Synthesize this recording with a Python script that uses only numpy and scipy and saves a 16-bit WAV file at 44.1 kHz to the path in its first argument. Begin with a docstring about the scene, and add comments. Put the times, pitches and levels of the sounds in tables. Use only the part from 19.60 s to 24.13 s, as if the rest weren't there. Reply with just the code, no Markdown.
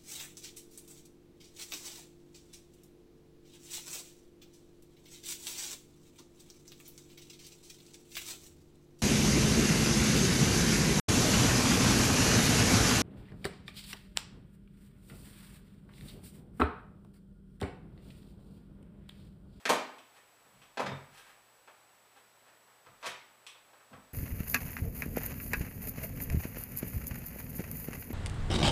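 """In a living room, a few metres away, staples are levered out of a wooden chair's thin back board.
Each staple grinds, lets go with a crack and sets the board and the frame ringing; a springy one twangs.
The steel tool scrapes, clinks and taps, and the chair groans under the lever, rocks and bumps down.
Under it all lie a quiet hiss, a low hum and a thin steady whine."""
import sys
import numpy as np
from scipy import signal
from scipy.fft import rfft, irfft
from scipy.io import wavfile

SR = 44100
rng = np.random.default_rng(int(sys.argv[2]) if len(sys.argv) > 2 else 0)


def materialize(psi):
    """Save the field psi as 16-bit PCM at rate SR to the path in sys.argv[1].

    A 1-D psi becomes a single channel; in a 2-D psi each row is a channel.
    """
    bounded = np.clip(np.atleast_2d(psi).T, -1, 1)
    quanta = np.round(bounded * 32767).astype(np.int16)
    wavfile.write(sys.argv[1], SR, quanta)


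N = 199871

# tone colour of the room's hiss: (frequency [Hz], relative level [dB])
HISS_SPECTRUM = [(15, -49), (25, -20), (90, -14.5), (125, -16.5), (219, -9.5), (257, -11.5), (501, -4.5),
                 (621, -4.5), (790, -3.5), (1120, -5), (1280, -5.5), (6900, -18.5), (7680, -19),
                 (8320, -19), (15000, -19.5)]
# the hum and the whine: (frequency [Hz], rms level [dB])
STEADY_TONES = [(119, -84.5), (7882, -73.5)]
# strokes of the blade along the board: (middle time [s], length [s], level [dB])
SCRAPES = [(0.0, 0.0906, -55), (0.558, 0.099, -55.5), (0.849, 0.14, -65.5), (1.033, 0.034, -58),
           (1.578, 0.19, -52.5), (1.681, .13, -54.5), (2.565, 0.091, -56.5), (2.874, 0.094, -57.5),
           (3.417, 0.023, -52.5)]
# tone colour of a scrape: (frequency [Hz], relative level [dB])
SCRAPE_SPECTRUM = [(10, -80), (100, -18), (400, -3), (900, 3.5), (1800, 3.5), (3300, -1.5), (6000, -11),
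                   (10000, -11), (16000, -17)]
# a staple gives way in three or four jerks; a higher tilt makes a sound brighter:
# (time [s], grinding time [s], board level [dB], crack level [dB], crack tilt [dB per octave])
SNAPS = [ (0.0535, 0.0036, -0.5, 5, -2.5), (0.0922, 0.0044, 7, 6, 3), (0.0988, 0.0027, 12.5, -11, 4),
         (0.1280, 0.0059, -3, -8, 5), (1.1720, 0.005, -2.5, -4, -4.5), (1.1947, 0.0078, 5, -8, 0.5),
         (1.2612, 0.00432, -12.5, -4.5, -4.5), (3.4280, 0.03, -7, -10, -7), (3.4430, 0.028, -8.5, -12, 1.5),
         (3.4590, 0.0069, -10.5, -3, 1), (3.4690, 0.00595, -13, -17, -1)]
# the board's modes, the notes it rings at: (frequency [Hz], relative level [dB], time to fade 60 dB [s])
BOARD_MODES = [(449, -22.5, 0.107), (506.6, -18, 0.16), (574.5, -15, 0.65), (625, 12.5, 0.091),
               (689, 0.5, 0.67), (700, -18, 0.133), (873, -1, 0.74), (880, -14, 0.037), (1000, -5, 0.038),
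               (960, -10, .1), (1182, -13.5, 0.166), (1415, -24.5, 0.051), (1470, 6.5, 0.16)]
# tone colour of a knock on the board: (frequency [Hz], relative level [dB])
KNOCK_SPECTRUM = [(10, -105), (100, -37.5), (250, -9), (380, -6.5), (620, 1), (780, -4.5), (980, 0),
                  (1280, -5.5), (1600, -14), (3000, -19.5), (8000, -44), (16000, -94)]
# tone colour of breaking wood fibres: (frequency [Hz], relative level [dB])
CRACK_SPECTRUM = [(10, -130), (200, -40), (800, -5), (1500, 4), (2300, 5), (2900, -0.5), (3600, 0),
                  (4600, -3.5), (6000, -6.5), (9000, -12.5), (12500, -19), (16000, -28)]
# the frame ringing with the room's bass: (frequency [Hz], relative level [dB], time to fade 60 dB [s])
FRAME_MODES = [(42.3, 12, 1), (66.6, -15, .35), (93, -6, 0.4), (136.9, 0.5, 0.36), (149.7, -15, 0.6),
               (185.46, 0.5, 0.26), (207.6, 1, 0.33), (255.5, 2, 0.57), (269.6, -5, 0.39),
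               (293, -11.5, 0.43), (375.7, -5, 0.48), (389.5, 4, 0.52)]
# steel touches steel: (time [s], level [dB], tilt [dB per octave])
CLINKS = [(0.384, -22, -2), (1.018, -23.5, -4.5), (1.579, -24.5, 3.5), (3.866, -13, 0), (3.893, -24.5, 4.5)]
# the ring of the steel tool: (frequency [Hz], relative level [dB], time to fade 60 dB [s])
TOOL_MODES = [(1212, -10, 0.28), (2490, -3.5, 0.19), (3092, -4, 0.17), (3370, 3, 0.2), (4100, -19, 0.35),
              (5820, 7, 0.095), (8530, -10.5, .06)]
# tone colour of the steel's tick: (frequency [Hz], relative level [dB])
TICK_SPECTRUM = [(10, -110), (300, -11.5), (800, -15), (1130, 2), (1500, -9.5), (2000, -3.5), (2500, 3.5),
                 (3700, 0.5), (4600, -9), (5200, -6), (6500, -16), (8200, -5.5), (11000, -24), (16000, -26)]
# the frame groans under the lever: (middle time [s], length [s], level [dB])
GROANS = [(0.962, 0.24, -67.5), (1.5, 0.13, -65.5), (3.299, 0.0574, -65.5), (3.52, .07, -79)]
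# a springy staple is wrenched: (time [s], level [dB])
TWANGS = [(1.174, -21.5), (1.2645, -15.5)]
# the ring of the staple's wire: (frequency [Hz], relative level [dB], time to fade 60 dB [s])
STAPLE_MODES = [(3594, -4, 0.097), (3680, -5, 0.061), (5080, -10, 0.073), (6960, -8, 0.02)]
# the chair rocks and bumps down: (time [s], level [dB], centre pitch [Hz])
BUMPS = [(1.228, -14.5, 152), (1.270, -9.5, 163), (1.315, -9, 117.5), (3.263, -37, 100), (3.47, -31, 101.3),
         (4.309, -26, 217), (4.3285, -25, 100), (4.370, -24.5, 188)]
# the tool is set against the wood: (time [s], level [dB])
TAPS = [(2.0755, -20.5), (3.077, -32), (3.263, -22), (3.949, -29), (4.077, -35), (4.1322, -26.5),
        (4.205, -29.5), (4.3305, -20.5)]
# how long the room rings: (frequency [Hz], time to fade 60 dB [s])
ROOM_FADE = [(60, 0.94), (250, 0.53), (600, 0.49), (1200, 0.57), (2500, 0.52), (5000, 0.43), (8000, 0.33),
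             (14000, 0.21)]
# echoes off the floor, dresser and wall: (delay [s], level against the direct sound [dB])
ECHOES = [(.0017, -5), (.0056, -2), (.0079, -4), (0.0111, -8)]


def from_db(db):
    """Turn decibels into a factor to multiply by."""
    return 10 ** (np.asarray(db) / 20)


def unit_energy(x):
    """Scale a sound so that its squares add up to one."""
    return x / np.sqrt(np.sum(x ** 2) + 1e-20)


def at_hz(points, hz):
    """Read between a table's rows, with octaves evenly spaced."""
    freqs, values = np.transpose(points)
    return np.interp(np.log(np.maximum(hz, 1)), np.log(freqs), values)


def add(track, start_s, sound):
    """Mix a sound into the track at a given time."""
    at = int(round(start_s * SR))
    part = sound[max(-at, 0):max(N - at, 0)]
    track[max(at, 0):max(at, 0) + len(part)] += part


def band_pass(x, low_hz, high_hz):
    """Keep what lies between two frequencies."""
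    return signal.sosfilt(signal.butter(2, [low_hz, high_hz], "band", fs=SR, output="sos"), x)


def pulse(spectrum, tilt_db=0, size=4096):
    """The sharpest click with this tone colour, tilted by tilt_db per octave."""
    hz = np.maximum(np.arange(size // 2 + 1) * SR / size, 10)
    gains = from_db(at_hz(spectrum, hz) + tilt_db * np.log2(hz))
    cepstrum = irfft(np.log(gains))
    one_sided = 2 * cepstrum[:size // 2] * (np.arange(size // 2) > 0)   # packs the energy at the start
    return unit_energy(irfft(np.exp(rfft(one_sided, size))))


def ring(modes, centre_hz, focus_db):
    """The fading notes of a struck object; a positive focus favours those near the centre pitch."""
    t = np.arange(int(.7 * SR)) / SR
    notes = 0
    for k, (hz, db, fade_s) in enumerate(modes):
        gain = (-1) ** k * from_db(db - focus_db * np.log2(hz / centre_hz) ** 2)
        notes += gain * from_db(-60 * t / fade_s) * np.sin(2 * np.pi * hz * t)
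    return unit_energy(band_pass(notes, centre_hz / 3, min(3 * centre_hz, .45 * SR)))


def slips(length_s, per_s, spread_db):
    """Surfaces stick and slip, making uneven clicks at random moments."""
    n = max(int(length_s * SR), 8)
    slipping = rng.random(n) < per_s / SR
    return slipping * rng.standard_normal(n) * from_db(spread_db * rng.standard_normal(n))


def background(hiss_db=-64):
    """The room's even hiss, low hum and thin whine."""
    hiss = signal.fftconvolve(rng.standard_normal(N + SR), pulse(HISS_SPECTRUM))[SR:SR + N]
    t = np.arange(N) / SR
    tones = sum(np.sqrt(2) * from_db(db) * np.sin(2 * np.pi * hz * t) for hz, db in STEADY_TONES)
    return from_db(hiss_db) * hiss + tones


def rub(length_s, body):
    """Rubbing that swells and fades, heard through the object it shakes."""
    clicks = slips(length_s, per_s=2000, spread_db=5.5)
    swell = clicks * np.hanning(len(clicks))
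    return unit_energy(signal.fftconvolve(swell, body)) * np.sqrt(len(clicks) / 2)


def scrapes(usual_db=-54):
    """The blade rubs along the board, brighter the harder it is pressed."""
    out = np.zeros(N)
    for middle, length, db in SCRAPES:
        tilt_db = -0.4 + 0.563 * (db - usual_db)
        add(out, middle - length / 2, from_db(db) * rub(length, pulse(SCRAPE_SPECTRUM, tilt_db)))
    return out


def release(grind_s, grind_db, usual_grind_s=0.0049, size=4096):
    """A sudden let-go, then fading slips; the longer they grind, the more of the force they carry."""
    rasp = slips(2 * grind_s, per_s=4000, spread_db=4.0)
    fading_rasp = unit_energy(rasp * np.linspace(1, 0, len(rasp)))
    force = from_db(grind_db) * np.sqrt(grind_s / usual_grind_s) * fading_rasp
    force[0] += 1   # the let-go itself
    even = irfft(np.exp(1j * np.angle(rfft(force, size))))   # the slips favour no pitch
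    return even[:size // 2]


def bass_loss_db(grind_s, one_db_grind_s=0.0067):
    """The slower a staple gives way, the less it moves the heavy wood."""
    return (grind_s / one_db_grind_s) ** 2


def board_knock(grind_s, tilt_db, ring_db=-16):
    """The thin board answers a grinding blow with a short knock and a few clear notes."""
    modes = [(hz, db + tilt_db * np.log2(hz), fade_s) for hz, db, fade_s in BOARD_MODES]
    board = from_db(ring_db) * ring(modes, centre_hz=850, focus_db=3)
    add(board, 0, pulse(KNOCK_SPECTRUM, tilt_db))
    return unit_energy(signal.fftconvolve(release(grind_s, grind_db=-1.5), board))


def fibre_crack(grind_s, tilt_db):
    """Wood fibres break in a quick run of slips."""
    force = release(grind_s, grind_db=7.0)
    return unit_energy(signal.fftconvolve(force, pulse(CRACK_SPECTRUM, tilt_db)))


def snaps():
    """Each jerk of a staple knocks the board and cracks its fibres."""
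    out = np.zeros(N)
    for time, grind_s, board_db, crack_db, crack_tilt_db in SNAPS:
        board_tilt_db = 0.26 * bass_loss_db(grind_s)   # a slow jerk sounds thinner
        add(out, time, from_db(board_db) * board_knock(grind_s, board_tilt_db))
        add(out, time, from_db(crack_db) * fibre_crack(grind_s, crack_tilt_db))
    return out


def chair_frame(board_to_frame_db=-15.5):
    """The heavy frame booms at each jerk and bump, and groans under the lever."""
    out = np.zeros(N)
    boom = ring(FRAME_MODES, centre_hz=283, focus_db=14)
    for time, grind_s, board_db, *_ in SNAPS:
        add(out, time, from_db(board_db + board_to_frame_db - bass_loss_db(grind_s)) * boom)
    for time, db, hz in BUMPS:
        add(out, time, from_db(db) * ring(FRAME_MODES, centre_hz=hz, focus_db=19))
    low_ring = ring(FRAME_MODES, centre_hz=114.8, focus_db=12)
    for middle, length, db in GROANS:
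        add(out, middle - length / 2, from_db(db) * rub(length, low_ring))
    return out


def clinks(ring_db=-13):
    """The steel tool gives a hard, chattering tick and a ring cut short by the hand."""
    out = np.zeros(N)
    for time, db, tilt_db in CLINKS:
        steel = from_db(ring_db) * ring(TOOL_MODES, centre_hz=2780, focus_db=5)
        add(steel, 0, pulse(TICK_SPECTRUM, tilt_db))
        chatter = release(grind_s=0.0041, grind_db=-2.5)
        add(out, time, from_db(db) * unit_energy(signal.fftconvolve(chatter, steel)))
    return out


def twangs():
    """The staple's bent wire rings briefly."""
    out = np.zeros(N)
    for time, db in TWANGS:
        add(out, time, from_db(db) * ring(STAPLE_MODES, centre_hz=4000, focus_db=-2))
    return out


def rattles(above_bump_db=0.5):
    """Each bump of the chair shakes a dull rattle out of the board."""
    out = np.zeros(N)
    for time, db, _ in BUMPS:
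        add(out, time, from_db(db + above_bump_db) * board_knock(grind_s=0.012, tilt_db=-3))
    return out


def taps(grind_s=0.0059, tick_db=-2.5):
    """The tool knocks on the board and bites lightly into it with a blunt tick."""
    out = np.zeros(N)
    for time, db in TAPS:
        add(out, time, from_db(db) * board_knock(grind_s, tilt_db=3))
        add(out, time, from_db(db + tick_db) * fibre_crack(grind_s, tilt_db=-9))
    return out


def living_room(x, direct_db=-12.5, scatter_db=-8, tail_db=-8.5, scatter_fade_s=0.093, build_s=0.021):
    """The room adds near echoes, scatter off the furniture and a tail whose treble dies first."""
    t = np.arange(int(.9 * SR)) / SR
    edges_hz = np.geomspace(30, 18000, 17)
    noise = rng.standard_normal((2, len(t)))
    tail = 0
    for k, (low, high) in enumerate(zip(edges_hz, edges_hz[1:])):
        fade_s = at_hz(ROOM_FADE, np.sqrt(low * high))
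        envelope = from_db(-60 * t / fade_s) * (1 - np.exp(-t / build_s))
        energy = 4 * (high - low) / SR * fade_s   # wider bands and longer rings hold more
        tail += unit_energy(band_pass(noise[k % 2], low, high) * envelope) * np.sqrt(energy)
    bounces = rng.standard_normal(len(t)) * (rng.random(len(t)) < .1)
    scatter = bounces * np.sqrt(t) * from_db(-60 * t / scatter_fade_s)
    response = from_db(tail_db) * tail + from_db(scatter_db) * unit_energy(scatter)
    for delay_s, db in [(0.00053, 0.025)] + ECHOES:   # the direct sound comes first
        response[int(delay_s * SR)] += from_db(direct_db + db)
    return signal.fftconvolve(x, response)[:N]


def scene():
    """The work on the chair, heard across the room in one channel."""
    work = snaps() + twangs() + taps() + rattles() + clinks() + scrapes()
    return (living_room(work) + chair_frame() + background())[None]


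def record(dry, cutoff_hz=15400):
    """Cut off the highest treble steeply."""
    return signal.sosfilt(signal.ellip(12, .1, 80, cutoff_hz, fs=SR, output="sos"), dry)


dry = scene()
out = record(dry)
materialize(out)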